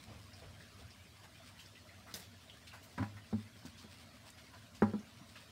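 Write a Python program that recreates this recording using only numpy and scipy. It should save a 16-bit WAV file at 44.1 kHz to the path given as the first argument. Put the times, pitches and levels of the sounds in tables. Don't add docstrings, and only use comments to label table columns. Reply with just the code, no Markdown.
import sys
import numpy as np
from scipy import signal
from scipy.fft import rfft, irfft, next_fast_len
from scipy.io import wavfile
from scipy.ndimage import uniform_filter1d, map_coordinates

SR = 44100
rng = np.random.default_rng(int(sys.argv[2]) if len(sys.argv) > 2 else 0)


def output_pcm(signal):
    pcm = np.clip(np.atleast_2d(signal).T, -1, 1) * 32767
    wavfile.write(sys.argv[1], SR, np.round(pcm).astype(np.int16))


N = 242991

# frequency_hz, gain_db
RUMBLE_SPECTRUM = [(15, -74), (25, -30.5), (86, 2.5), (103, 3.5), (139, -9), (168, -5.5), (205, -7.5),
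                   (239, -3.5), (356, -24.5), (379, -46), (409, -23), (500, -25.5), (650, -20.5),
                   (1100, -120)]
HISS_SPECTRUM = [(180, -33), (300, -4.5), (378, -7.5), (417, -6.5), (500, -12), (641, -0.5), (863, -10.5),
                 (953, -6.5), (2100, -7.5), (2690, -8.5), (4280, -10), (15500, -25.5)]
# time_s, level_db
RUMBLE_COURSE = [(0, -59), (.9, -62), (1.4, -61), (2.3, -61.5), (3.8, -60), (4.4, -60.5), (5.5, -60)]
# frequency_hz, depth_db
HISS_PATCHES = [(4500, 3.6), (7000, 2.8)]
# frequency_hz, t60_s
PORCH_DECAY = [(100, 0.35), (1000, 0.27), (4000, 0.26), (12000, 0.11)]
# frequency_hz, gain_db
CRINKLE_SPECTRUM = [(300, -19), (1500, 3), (3500, 2), (5200, 4), (6500, -8), (9000, -0.5), (11000, -20.5),
                    (15500, -8)]
# time_s, gain_db
RUSTLE_MOTION = [(0, 7.5), (1.2, -0.5), (2.0, 2.5), (3.9, 1), (4.7, 0), (5.5, 4.5)]
# start_s, level_db, pitch_hz
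TICK_EVENTS = [(0.331, -56, 5070), (0.603, -56, 1800), (0.65, -60, 1540), (0.902, -58, 5040),
               (1.59, -55.5, 2920), (1.656, -58.5, 5140), (1.752, -56.5, 2830), (1.89, -56, 2040),
               (2.496, -53, 3050), (2.713, -57.5, 2630), (4.991, -62, 5970)]
# start_s, relative_level_db, centre_hz, half_width_octaves, length_s
BRUSH_STROKES = [(1.233, -56.5, 1190, 1.2, 0.033), (1.588, -58, 3360, 0.83, 0.053),
                 (2.065, -55, 780, 0.99, 0.052), (2.215, -58.5, 3400, 0.54, 0.053),
                 (2.667, -54.5, 3080, 0.69, 0.034), (2.728, -52, 1010, 0.94, 0.045),
                 (2.826, -59, 10700, 5.9, 0.037), (3.164, -57, 1280, 0.89, 0.038),
                 (3.652, -57, 5100, 0.52, 0.018), (3.773, -56.5, 3950, 0.44, 0.042),
                 (4.302, -54.5, 7700, 0.37, 0.0055), (4.372, -58.5, 2560, 0.69, .04),
                 (4.528, -57.5, 1240, 0.84, 0.046), (4.746, -58, 4100, 0.59, 0.032),
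                 (5.354, -53, 1630, 0.68, 0.025), (5.369, -58.5, 3550, 0.36, 0.03)]
# start_s, level_db, length_s
BUCKET_SHIFTS = [(0.066, -57.5, 0.1), (0.412, -55.5, 0.066), (0.774, -61, 0.071)]
# start_s, level_db, t60_s
RIM_SLIPS = [(2.140, -46, 0.2), (2.152, -48, 0.24), (2.197, -51, 0.064)]
# frequency_hz, gain_db
RUB_SPECTRUM = [(150, 2), (270, 2.5), (350, -7), (480, 3), (800, -2), (1400, -12), (3000, -9), (8000, -61)]
RASP_SPECTRUM = [(88, -27), (150, 7), (205, -5), (274, -17), (346, -3), (607, -4.5), (860, -11.5),
                 (2060, -9.5), (2360, -15), (6110, -11), (15500, -15.5)]
SKID_SPECTRUM = [(200, -25), (520, -15), (560, 5), (610, -14), (950, -2), (1400, 2), (2200, -5),
                 (3000, -17), (8000, -28), (15000, -36)]
# centre_hz, width_hz, gain_db
HANDLE_MODES = [(3640, 400, 6.5), (5000, 330, 7), (6130, 480, 3), (7540, 180, -8), (10900, 120, -4)]
# pitch_hz, gain_db, t60_s
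BUCKET_MODES = [(104, -11.5, .42), (110, -13, .06), (85, -16, .07), (213, 3, .24), (250, -9, .15),
                (305, -14, .08), (355, -8.5, .085), (401, -10, .11), (468, -9, .08), (564, -20, .22),
                (808, -16.5, .12), (885, -17, .09), (977, -13.5, .095), (1042, -20, .11), (1157, -17, .08),
                (1282, -14, .075), (1368, -12, .055), (1535, -13.5, .055), (1640, -11.5, .045),
                (1890, -25, .11), (2143, -24, .1)]
# pitch_hz, gain_db, t60_s
SMACK_MODES = [(398, 3.5, 0.022), (910, -1.5, 0.015), (1440, 3.5, 0.011)]
# frequency_hz, gain_db
CLATTER_SPECTRUM = [(40, -63), (130, 1), (250, 14), (400, -16), (650, -4), (1400, 1.5), (2100, -3),
                    (3000, -6.5), (8000, -4), (15000, -3)]
# start_s, level_db, cutoff_hz, air_db, edge_db,
# low_wall_db, high_wall_db, clatter_db, smack_db, base_start_pitch_ratio, choke_db
BLOWS = [(2.978, -39.5, 2070, 3, 2, -11, 12, 8, -3, 1.05, -8),
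         (2.99, -36.5, 1200, 15, 13.5, -6, -2, -7, -14, 1.025, -15),
         (2.998, -39, 1600, 14, 16.5, -10, -2, 5.5, -13, 1, -15),
         (3.024, -42, 1510, 6, 13.5, -10, 4.5, 12.5, 2.5, 1, -4),
         (3.145, -54, 500, 20.5, -8, -13, -15, -15, -2, 1.13, -13),
         (3.327, -25, 774, 4, -5, -9.5, -8, -8.5, -8.5, 1.1, -24),
         (3.65, -54, 533, -10, 4, -8, -12, 19, 2, 1.53, -13),
         (3.842, -54, 580, -23, -3, 8, 9, 10, -8, 1.07, -15),
         (4.821, -20.3, 1410, 0.5, -5.5, -8.5, 3, -4, 8, 1.04, -20),
         (4.935, -29, 1150, -8, 3.5, -3.5, -5.5, -16, -2.5, 1.02, -26),
         (5.211, -56, 400, -20, -10, -12, -10, 12.5, -10, 1.87, -18)]


def amp(db):
    return 10 ** (np.asarray(db) / 20)


def unit(x):
    return x / np.sqrt(np.mean(x ** 2) + 1e-20)


def along(points, hz):
    f, v = np.transpose(points)
    return np.interp(np.log(hz + 1), np.log(f + 1), v)


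def band(f, centre_hz, octaves):
    return 1 / np.hypot(1, (np.log2((f + 1) / centre_hz) / octaves) ** 2)


def fade(t, t60):
    return np.exp(-np.log(1000) * t / t60)


def rise(t, time_constant_s):
    return 1 - np.exp(-t / time_constant_s)


def swell(t, length_s):
    u = 3 * t / length_s
    return u * np.exp(1 - u)


def wobble(rate):
    knots = rng.standard_normal(int(N * rate / SR) + 4)
    return map_coordinates(knots, [np.arange(N) * rate / SR])


def filtered(x, response):
    size = next_fast_len(len(x) + 8192)
    return irfft(rfft(x, size) * response(np.fft.rfftfreq(size, 1 / SR)), size)[:len(x)]


def noise(size, response):
    return unit(filtered(rng.standard_normal(size), response))


def spectral_noise(size, spectrum):
    return noise(size, lambda f: amp(along(spectrum, f)))


def gritty(x, grit_db):
    catches = unit(uniform_filter1d(rng.standard_normal(len(x)), 40))
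    return unit(x * amp(grit_db * catches))


def add(track, start_s, sound):
    part = track[round(start_s * SR):][:len(sound)]
    part += sound[:len(part)]


def patchy_hiss(patch_bins=5, patch_frames=3):
    hz, _, spectra = signal.stft(rng.standard_normal(N), SR, nperseg=1024)
    patches = uniform_filter1d(rng.standard_normal(spectra.shape), patch_bins, axis=0)
    patches = unit(uniform_filter1d(patches, patch_frames, axis=1))
    patch_db = along(HISS_PATCHES, hz)[:, None] * patches
    hiss = signal.istft(spectra * amp(patch_db), nperseg=1024)[1][:N]
    return unit(filtered(hiss, lambda f: amp(along(HISS_SPECTRUM, f))))


def outdoors(drift_db=1.2, drift_rate=4, hiss_db=-62.5, flutter_db=-0.1, flutter_rate=14):
    rumble = spectral_noise(N, RUMBLE_SPECTRUM)
    hiss = patchy_hiss()
    rumble_db = np.interp(np.arange(N) / SR, *np.transpose(RUMBLE_COURSE)) + drift_db * wobble(drift_rate)
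    return amp(rumble_db) * rumble + amp(hiss_db + flutter_db * wobble(flutter_rate)) * hiss


def porch(x, low_cut_hz=250):
    thinned = filtered(x, lambda f: f / np.hypot(f, low_cut_hz))
    delayed = np.pad(thinned, (SR // 200, 0))
    hz, t, spectra = signal.stft(rng.standard_normal(SR // 3), SR, nperseg=256)
    tail = signal.istft(spectra * fade(t, along(PORCH_DECAY, hz)[:, None]), SR, nperseg=256)[1]
    return signal.fftconvolve(delayed, tail / np.linalg.norm(tail))[:N]


def rustles(base_db=-70.5, snaps_per_s=1500, clump_db=5.0, clump_rate=24):
    snaps = (rng.random(N) < snaps_per_s / SR) * rng.standard_normal(N)
    crinkle = filtered(snaps, lambda f: amp(along(CRINKLE_SPECTRUM, f)))
    clumped = unit(crinkle * amp(clump_db * wobble(clump_rate)))
    motion_db = np.interp(np.arange(N) / SR, *np.transpose(RUSTLE_MOTION))
    return amp(base_db + motion_db) * clumped


def ticks(ring_t60=0.13, snap_db=-4, snap_t60=0.056):
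    out, t = np.zeros(N), np.arange(SR // 4) / SR
    for start_s, level_db, pitch_hz in TICK_EVENTS:
        ring = noise(len(t), lambda f: band(f, pitch_hz, octaves=0.168) ** 2) * fade(t, ring_t60)
        snap = noise(len(t), lambda f: band(f, pitch_hz, octaves=0.75) ** 2) * fade(t, snap_t60)
        add(out, start_s, amp(level_db) * (ring + amp(snap_db) * snap) * rise(t, 0.0015))
    return out


def brushes(trim_db=-1, ripple_db=3.5, low_cut_hz=150):
    out, t = np.zeros(N), np.arange(SR // 3) / SR
    grid_hz = np.linspace(0, SR / 2, 200)
    for start_s, level_db, centre_hz, octaves, length_s in BRUSH_STROKES:
        resonances_db = ripple_db * rng.standard_normal(len(grid_hz))
        tone = lambda f: band(f, centre_hz, octaves) * f ** 2 / (f ** 2 + low_cut_hz ** 2)
        friction = noise(len(t), lambda f: tone(f) * amp(np.interp(f, grid_hz, resonances_db)))
        stroke = gritty(friction, grit_db=0.6) * swell(t, length_s)
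        add(out, start_s, amp(level_db + trim_db) * stroke)
    return out


def rubs(boom_hz=86, boom_octaves=0.56, boom_s=0.18):
    out, t = np.zeros(N), np.arange(SR // 2) / SR
    for start_s, level_db, length_s in BUCKET_SHIFTS:
        rub = gritty(spectral_noise(len(t), RUB_SPECTRUM), grit_db=1.5) * swell(t, length_s)
        boom = noise(len(t), lambda f: band(f, boom_hz, boom_octaves) ** 2) * swell(t, boom_s)
        add(out, start_s, amp(level_db) * (rub + boom))
    return out


def scrape(handle_db=-41, handle_t60=0.069, snap_db=-39, snap_hz=5000, snap_t60=0.0076):
    out, t = np.zeros(N), np.arange(SR // 3) / SR
    onset = rise(t, 0.0001)
    for start_s, level_db, t60 in RIM_SLIPS:
        rasp = gritty(spectral_noise(len(t), RASP_SPECTRUM), grit_db=1.0)
        add(out, start_s, amp(level_db) * rasp * fade(t, t60) * onset)
    peaks = lambda f: sum(amp(db) / (1 + (2 * (f - hz) / width) ** 2) for hz, width, db in HANDLE_MODES)
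    handle = noise(len(t), peaks) * fade(t, handle_t60)
    snap = noise(len(t), lambda f: band(f, snap_hz, octaves=0.43)) * fade(t, snap_t60)
    add(out, RIM_SLIPS[0][0], (amp(handle_db) * handle + amp(snap_db) * snap) * onset)
    return out


def skid(start_s=2.98, length_s=0.058, level_db=-45, release_t60=0.08):
    out, t = np.zeros(N), np.arange(SR // 3) / SR
    grind = gritty(spectral_noise(len(t), SKID_SPECTRUM), grit_db=2.5)
    envelope = rise(t, 0.002) * fade(np.maximum(t - length_s, 0), release_t60)
    add(out, start_s, amp(level_db) * grind * envelope)
    return out


def base_envelope(t, cutoff_hz, choke_db, soft_hz=750, soft_rise_s=0.01, rock_s=0.055, settle_s=0.0025):
    rise_s = soft_rise_s * min(1, soft_hz / cutoff_hz) ** 2
    settled = (1 + np.tanh((t - rock_s) / (2 * settle_s))) / 2
    return rise(t, rise_s) * amp(choke_db * settled)


def knocks(clatter_t60=0.086, clatter_trim_db=-5, detune=0.004, scatter_db=1, sag_s=0.014):
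    out, t = np.zeros(N), np.arange(SR // 2) / SR
    hz, mode_db, t60 = np.transpose(BUCKET_MODES)
    air, base, edge = hz < 150, (hz > 150) & (hz < 300), (hz > 230) & (hz < 300)
    low_wall, high_wall = (hz > 300) & (hz <= 520), hz > 520
    polarity = np.where(air & (np.arange(len(hz)) > 0), -1, 1)
    for (start_s, level_db, cutoff_hz, air_db, edge_db, low_wall_db, high_wall_db,
         clatter_db, smack_db, base_ratio, choke_db) in BLOWS:
        contact = lambda f: 1 / np.hypot(1, (f / cutoff_hz) ** 2)
        strength, stretch, phase = rng.standard_normal((3, len(hz))) * high_wall
        part_db = air_db * air + edge_db * edge + low_wall_db * low_wall + high_wall_db * high_wall
        gains = polarity * amp(mode_db + part_db + scatter_db * strength) * contact(hz)
        lead_s = (base_ratio - 1) * sag_s * rise(t, sag_s)
        cycles = (hz * (1 + detune * stretch))[:, None] * (t + np.outer(base, lead_s))
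        modes = np.sin(2 * np.pi * cycles + 0.5 * phase[:, None]) * fade(t, t60[:, None])
        modes[base] *= base_envelope(t, cutoff_hz, choke_db)
        smack = sum(amp(db) * contact(f) * np.sin(2 * np.pi * f * t) * fade(t, smack_t60)
                    for f, db, smack_t60 in SMACK_MODES)
        clatter = noise(len(t), lambda f: amp(along(CLATTER_SPECTRUM, f)) * contact(f))
        clatter *= amp(clatter_db + clatter_trim_db) * fade(t, clatter_t60)
        knock = gains @ modes + amp(smack_db) * smack + clatter
        add(out, start_s, amp(level_db) * rise(t, 0.0025) * knock)
    return out


def scene(reverberation_db=-13.0):
    background = outdoors()
    direct = knocks() + scrape() + rubs() + brushes() + ticks() + rustles()
    return (direct + amp(reverberation_db) * porch(direct) + background)[None]


def record(dry, low_cut_hz=50, top_hz=15750):
    thinned = signal.sosfilt(signal.butter(2, low_cut_hz, "highpass", fs=SR, output="sos"), dry)
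    return np.array([filtered(x, lambda hz: hz < top_hz) for x in thinned])


dry = scene()
out = record(dry)
output_pcm(out)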